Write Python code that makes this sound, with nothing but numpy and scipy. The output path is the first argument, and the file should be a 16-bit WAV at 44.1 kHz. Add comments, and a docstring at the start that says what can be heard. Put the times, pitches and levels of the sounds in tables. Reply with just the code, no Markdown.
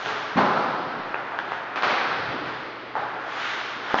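"""A stick clicks and skates scrape in a small, echoing indoor rink; then a puck booms off the far end boards.
One microphone sits on the ice while a lone hockey player taps another puck along and slaps it into
the net, blades shaving the ice through the turns. The rink glass returns each tap at once, the hall
rings for about two seconds, and ventilation hums underneath."""
import sys
import numpy as np
from scipy import signal
from scipy.fft import rfft, irfft, next_fast_len
from scipy.io import wavfile
from scipy.ndimage import uniform_filter1d

SR = 44100
rng = np.random.default_rng(int(sys.argv[2]) if len(sys.argv) > 2 else 0)


def wav_record(signal):
    """Record a signal, one row per channel, as 16-bit PCM in the file named by sys.argv[1]."""
    frames = np.transpose(np.atleast_2d(signal))
    bounded = np.clip(frames, -1, 1)
    # unit amplitude maps onto the largest positive 16-bit level
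    quanta = np.round(bounded * 32767).astype(np.int16)
    wavfile.write(sys.argv[1], SR, quanta)


N = 4 * SR


def amp(db):
    """Decibels to gain."""
    return 10 ** (np.asarray(db) / 20)


def unit(x):
    """Scale to rms 1."""
    return x / np.sqrt(np.mean(x ** 2) + 1e-20)


def fade(t, t60_s):
    """Exponential decay, 60 dB down at t60_s."""
    return amp(-60 * t / t60_s)


def along(points, hz):
    """Read (freq_hz, value) points on a log frequency axis."""
    freqs, values = np.transpose(points)
    return np.interp(np.log(hz + 1), np.log(freqs + 1), values)


def octaves(hz, centre_hz=1000):
    """Distance in octaves from a centre."""
    return np.log2((hz + 1) / centre_hz)


def coloured(x, curve):
    """Filter x through a dB curve of frequency."""
    size = next_fast_len(len(x) + 8192)
    gain = amp(curve(np.fft.rfftfreq(size, 1 / SR)))
    return irfft(rfft(x, size) * gain, size)[:len(x)]


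def click(curve, size=2048):
    """A minimum-phase pulse of peak 1, shaped by a dB curve."""
    cepstrum = irfft(np.log(amp(curve(np.fft.rfftfreq(size, 1 / SR)))))
    cepstrum[1:size // 2] *= 2
    cepstrum[size // 2 + 1:] = 0
    pulse = irfft(np.exp(rfft(cepstrum)))
    return pulse / np.abs(pulse).max()


def add(track, start_s, x):
    """Mix x into the track at start_s."""
    i = round(start_s * SR)
    x = x[max(-i, 0):max(N - i, 0)]
    track[max(i, 0):][:len(x)] += x


def grit(curve, count, chip_share=0, chips_per_s=1100):
    """Coloured noise of rms 1, with a share of its power in tiny ice-chip clicks."""
    chips = (rng.random(count) < chips_per_s / SR) * rng.standard_normal(count)
    hiss = rng.standard_normal(count)
    return unit(coloured(np.sqrt(chip_share) * unit(chips) + np.sqrt(1 - chip_share) * hiss, curve))


# The hall's ring, heard from the ice: freq_hz, t60_s
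HALL_T60 = [(80, 0.44), (250, 2.85), (1000, 1.95), (2500, 2.16), (5000, 3.08), (7500, 0.74)]


def hall_decay(hz, t, gap_s=0.0045):
    """A gap, dense echoes off the nearby boards, then the hall's long tail; energy 1 near 1 kHz."""
    tail = fade(t, along(HALL_T60, hz)[:, None])
    early_lift = 1 + amp(3.5) * fade(t, t60_s=0.068)
    onset = np.clip(t / gap_s - 1, 0, 1)
    decay = tail * early_lift * onset
    return decay / np.linalg.norm(decay[np.searchsorted(hz, 1000)])


def hall_echoes(x, hall_db):
    """The diffuse echoes of x, without its direct sound."""
    hz, t, spectra = signal.stft(rng.standard_normal(3 * SR), SR, nperseg=256)
    tail = signal.istft(spectra * hall_decay(hz, t), SR, nperseg=256)[1] / np.sqrt(t[1] * SR)
    return amp(hall_db) * signal.fftconvolve(x, tail)


def noise_in_hall(envelope, curve, hall_db, chip_share):
    """Noise that follows an envelope, with the diffuse sound it builds up in the hall."""
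    hz, t, spectra = signal.stft(grit(curve, 3 * SR), SR, nperseg=256)
    frame_power = uniform_filter1d(envelope ** 2, 128)[::128]
    hall_power = signal.fftconvolve(frame_power[None], hall_decay(hz, t) ** 2, axes=1)[:, :len(t)]
    out = amp(hall_db) * signal.istft(spectra * np.sqrt(np.abs(hall_power)), SR, nperseg=256)[1]
    out[:len(envelope)] += envelope * grit(curve, len(envelope), chip_share)
    return out


def blow(curve, t60_s, hall_db, chip_share=0, attack_s=0.00073):
    """An impact that rises quickly and dies away in the hall as coloured noise."""
    t = np.arange(SR) / SR
    envelope = fade(t, t60_s) * (1 - np.exp(-t / attack_s))
    return noise_in_hall(envelope, curve, hall_db, chip_share)


# Ventilation air, all around the microphone: freq_hz, gain_db
VENT_SPECTRUM = [(20, -37.5), (60, -23.5), (110, -21), (170, -20), (280, -7.5), (430, -6.5), (600, -9.5),
                 (1400, -7.5), (2400, -13.5), (3800, -23.5), (7300, -51)]


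def room_tone(hum_hz=123.5, note_hz=425):
    """Ventilation air, mains hum and a faint, wavering note that fades in the hall."""
    t = np.arange(N) / SR
    air = amp(-39) * grit(lambda hz: along(VENT_SPECTRUM, hz), N)
    hum = amp(-59) * np.sqrt(2) * np.sin(2 * np.pi * hum_hz * t)
    out = air + hum
    waver_hz = 4 * unit(coloured(rng.standard_normal(N), lambda hz: -np.minimum(hz, 120)))
    note = np.sin(2 * np.pi * np.cumsum(note_hz + waver_hz) / SR)
    envelope = fade(t, t60_s=2.2) * (1 - fade(t, t60_s=0.06))
    add(out, 0.055, amp(-37) * note * envelope)
    return out


# Blades and puck sliding across the rink: time_s, level_db
GLIDE_LEVELS = [(0, -34.5), (.8, -38), (1.3, -33.5), (1.65, -34.5), (2.3, -35.5), (2.8, -50.5),
                (3.2, -34.5), (3.6, -45.5), (4, -32)]
# Their hiss at the microphone: freq_hz, gain_db
GLIDE_SPECTRUM = [(60, -53.5), (150, -29), (300, -17), (480, -14), (750, -4), (1000, -7.5), (1400, -4),
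                  (1950, -12), (2400, -22), (7300, -50)]


def glide():
    """Blades and puck rub over the ice in an unbroken, grainy hiss."""
    level_db = np.interp(np.arange(N) / SR, *np.transpose(GLIDE_LEVELS))
    return amp(level_db) * grit(lambda hz: along(GLIDE_SPECTRUM, hz), N, chip_share=0.35)


# Skate strokes out on the ice: start_s, rise_s, release_s, level_db, tilt_db_per_octave, hall_db
SKATE_STROKES = [(-.2, 0.27, 0.11, -42.5, 3.5, 11.5), (.02, 0.05, 0.2, -31.5, -3.8, 5.5),
                 (0.951, 0.054, 0.18, -55, -18, -5.5), (1.42, 0.11, .2, -34, -3.5, -16),
                 (1.95, 0.13, 0.57, -37.5, -5, 5.5), (2.42, 0.051, 0.45, -34, -3.5, -6.5),
                 (2.97, 0.013, 0.16, -34.5, -5, 2), (3.14, 0.31, 0.49, -30.5, 0, 2),
                 (3.8, 0.12, 0.11, -31, -1.5, -3), (3.96, 0.022, .15, -29, 1, 7.5)]
# An edge shaving ice: freq_hz, gain_db
SCRAPE_SPECTRUM = [(50, -55.5), (120, -23.5), (340, -20.5), (600, -13.5), (900, -5.5), (1500, -2),
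                   (2300, -9.5), (3400, -12), (5000, -23), (7300, -31.5)]


def skates():
    """An edge bites ever harder, shaves off chips of ice and lets go."""
    out, t = np.zeros(N), np.arange(SR) / SR
    for start_s, rise_s, release_s, level_db, tilt, hall_db in SKATE_STROKES:
        bite = np.minimum(t / rise_s, 1) ** 1.6
        release = np.clip(1 - (t - rise_s) / release_s, 0, 1) ** 2
        colour = lambda hz: along(SCRAPE_SPECTRUM, hz) + tilt * octaves(hz)
        scrape = noise_in_hall(bite * release, colour, hall_db, chip_share=0.21)
        add(out, start_s, amp(level_db) * scrape)
    return out


# Boards, goal, skates and puck thudding around the rink: start_s, level_db, pitch_hz, t60_s
RINK_THUDS = [(.357, -20.5, 202, 0.15), (.745, -41, 208.8, 0.1), (0.954, -37.5, 201, 0.19),
              (1.858, -42, 170, .3), (2.18, -41, 129.4, 0.95), (2.239, -49, 86.7, .9),
              (2.34, -29, 328, 0.28), (2.859, -41.5, 408, 0.19), (3.763, -35, 254, 0.056),
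              (3.9414, -16.5, 304, 0.013)]


def thuds(width_octaves=0.39, skirt_db_per_octave=4):
    """Soft blows, each with one broad low resonance; the longer ones also start more gently."""
    out = np.zeros(N)
    for start_s, level_db, pitch_hz, t60_s in RINK_THUDS:
        resonance = lambda hz: -10 * np.log10(1 + (octaves(hz, pitch_hz) / width_octaves) ** 4)
        skirt = lambda hz: skirt_db_per_octave * np.maximum(np.abs(octaves(hz, pitch_hz)) - 1, 0)
        thud = blow(lambda hz: resonance(hz) - skirt(hz), t60_s, hall_db=0, attack_s=0.019 * t60_s)
        add(out, start_s, amp(level_db) * thud)
    return out


# At the far end, the puck hits the boards and the panel knocks back: start_s, level_db
BOARD_KNOCKS = [(0.3637, -17.5), (0.374, -12.5), (.401, -18.5), (0.449, -23.5), (.565, -20.5)]
# Each knock, heard from down the rink: freq_hz, gain_db
BOARD_SPECTRUM = [(30, -41), (70, -25), (130, -5.5), (200, -7.5), (320, -4), (520, -4), (800, 0.5),
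                  (1300, -0.5), (2000, -14), (4300, -25), (7300, -45.5)]
# The panel's resonances: pitch_hz, level_db, t60_s
PANEL_MODES = [(172, -36, 1.1), (207, -27, 1.1), (263, -27, 1.2), (375, -34, 1.6), (522, -30, 1.7),
               (829, -29, 1.9), (1024, -26, 1.9), (1296, -27, 1.9)]


def end_boards():
    """Struck by a puck, the far boards boom, rattle and ring on."""
    out, t = np.zeros(N), np.arange(2 * SR) / SR
    for start_s, level_db in BOARD_KNOCKS:
        knock = blow(lambda hz: along(BOARD_SPECTRUM, hz), t60_s=0.12, hall_db=5.5, attack_s=0.0037)
        add(out, start_s, amp(level_db) * knock)
    ring = sum(amp(level_db) * fade(t, t60_s) * np.sin(2 * np.pi * (pitch_hz * t + rng.random()))
               for pitch_hz, level_db, t60_s in PANEL_MODES)
    swell = 1 - fade(t, t60_s=0.07)
    add(out, BOARD_KNOCKS[0][0], ring * swell)
    return out


# The cracks of one shot, heard mostly through the hall: start_s, level_db, t60_s, tilt_db_per_octave
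SHOT_CRACKS = [(1.7579, -21.5, 0.054, -1), (1.8228, -14.5, .025, 0), (1.832, -19.5, 0.06, 0),
               (1.856, -23, 0.072, -2), (1.892, -20.5, 0.075, -1)]
# Each crack at the microphone: freq_hz, gain_db
CRACK_SPECTRUM = [(40, -38), (110, -34), (230, -9), (390, -5.5), (600, -1), (850, 1), (1300, 3), (2400, -5),
                  (4500, -15.5), (7300, -34.5)]


def slap_shot():
    """The stick blade meets the ice, then the puck, and whips through in a run of gritty cracks."""
    out = np.zeros(N)
    for start_s, level_db, t60_s, tilt in SHOT_CRACKS:
        colour = lambda hz: along(CRACK_SPECTRUM, hz) + tilt * octaves(hz)
        add(out, start_s, amp(level_db) * blow(colour, t60_s, hall_db=9, chip_share=0.59))
    return out


def glass_echo(tap, dull_db_per_octave=6.5):
    """The rink glass scatters a tap in time and dulls it above 1600 Hz."""
    scatter = rng.standard_normal(1024) * fade(np.arange(1024) / SR, t60_s=0.01)
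    smeared = np.convolve(tap, scatter / np.linalg.norm(scatter))
    return coloured(smeared, lambda hz: -dull_db_per_octave * np.maximum(octaves(hz, 1600), 0))


# Stick on puck or ice, in the foreground:
# start_s, level_db, ring_hz, ring_db, edge_hz, drop_db, echo_delay_s, echo_db, hall_db
STICK_TAPS = [(0.06, -15, 1295, -5, 3500, 11, 0.012, -16, -8),
              (.748, -14.5, 910, 2.5, 1600, 15, 0.009, -4, -4.5),
              (1.035, -25, 2400, 16.5, 3200, 10, 0.012, -10, -9),
              (1.144, -9.5, 2490, 10.5, 2700, 30, .0104, -4.5, -1.5),
              (1.321, -20, 784, 8, 1940, 20, 0.0059, -6, 0),
              (1.3893, -12, 1640, 12.5, 3290, 4.5, .0100, -4, 1.5),
              (1.52, -13.5, 945, 5.5, 2600, 17, 0.012, -9, 2),
              (2.954, -13.5, 830, 12.5, 2100, 13, 0.013, -4.5, 10),
              (2.9805, -17.5, 796, 16, 2000, 18, .015, -1, -8),
              (3.154, -34, 790, 4.5, 2050, 11.5, 0.016, -10, -8),
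              (3.9091, -22, 1300, 16, 3000, 12.5, 0.031, -14, 8),
              (3.9434, -3, 800, 6.5, 1870, 9, 0.011, -23, 1.5),
              (3.9552, -20, 5200, 15, 6500, 8, .01, -4, 4),
              (3.9874, -9, 1880, 15.5, 3600, 11, 0.025, -7, -33)]
# The stick blade's knock: freq_hz, gain_db
BLADE_SPECTRUM = [(40, -27.5), (150, -17.5), (350, -3.5), (800, 6), (1700, 1.5), (2300, -10.5),
                  (3200, -4.5), (5000, -14.5), (7500, -35)]


def stick_taps(ring_octaves=0.2, edge_octaves=0.32):
    """Dry clicks with a brief blade ring, echoed by glass and hall; a low treble edge is a soft contact."""
    out = np.zeros(N)
    for start_s, level_db, ring_hz, ring_db, edge_hz, drop_db, delay_s, echo_db, hall_db in STICK_TAPS:
        treble_loss = lambda hz: drop_db * np.clip(octaves(hz, edge_hz) / edge_octaves, 0, 1)
        body = lambda hz: along(BLADE_SPECTRUM, hz) - treble_loss(hz)
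        ring = lambda hz: ring_db / (1 + (octaves(hz, ring_hz) / ring_octaves) ** 2)
        tap = -amp(level_db) * click(lambda hz: body(hz) + ring(hz))
        add(out, start_s, tap)
        add(out, start_s + delay_s, amp(echo_db) * glass_echo(tap))
        hall_tap = click(lambda hz: body(hz) + 0.35 * ring(hz))  # less blade ring in the hall
        add(out, start_s, hall_echoes(hall_tap, level_db + hall_db))
    return out


def scene():
    """The whole rink at one microphone on the ice."""
    impacts = stick_taps() + end_boards() + slap_shot() + thuds()
    return (impacts + glide() + skates() + room_tone())[None]


# A small camera's microphone, nearly flat until the treble droops: freq_hz, gain_db
MIC_RESPONSE = [(20, -0.5), (70, -0.5), (6300, 0.5), (7000, -3), (7500, -11.5)]


def record(dry, top_hz=7480):
    """The camera hears in mono and cuts off steeply above top_hz."""
    cutoff = lambda hz: 100 * np.clip((hz - top_hz) / 700, 0, 1)
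    return coloured(dry[0], lambda hz: along(MIC_RESPONSE, hz) - cutoff(hz))[None]


dry = scene()
out = record(dry)
wav_record(out)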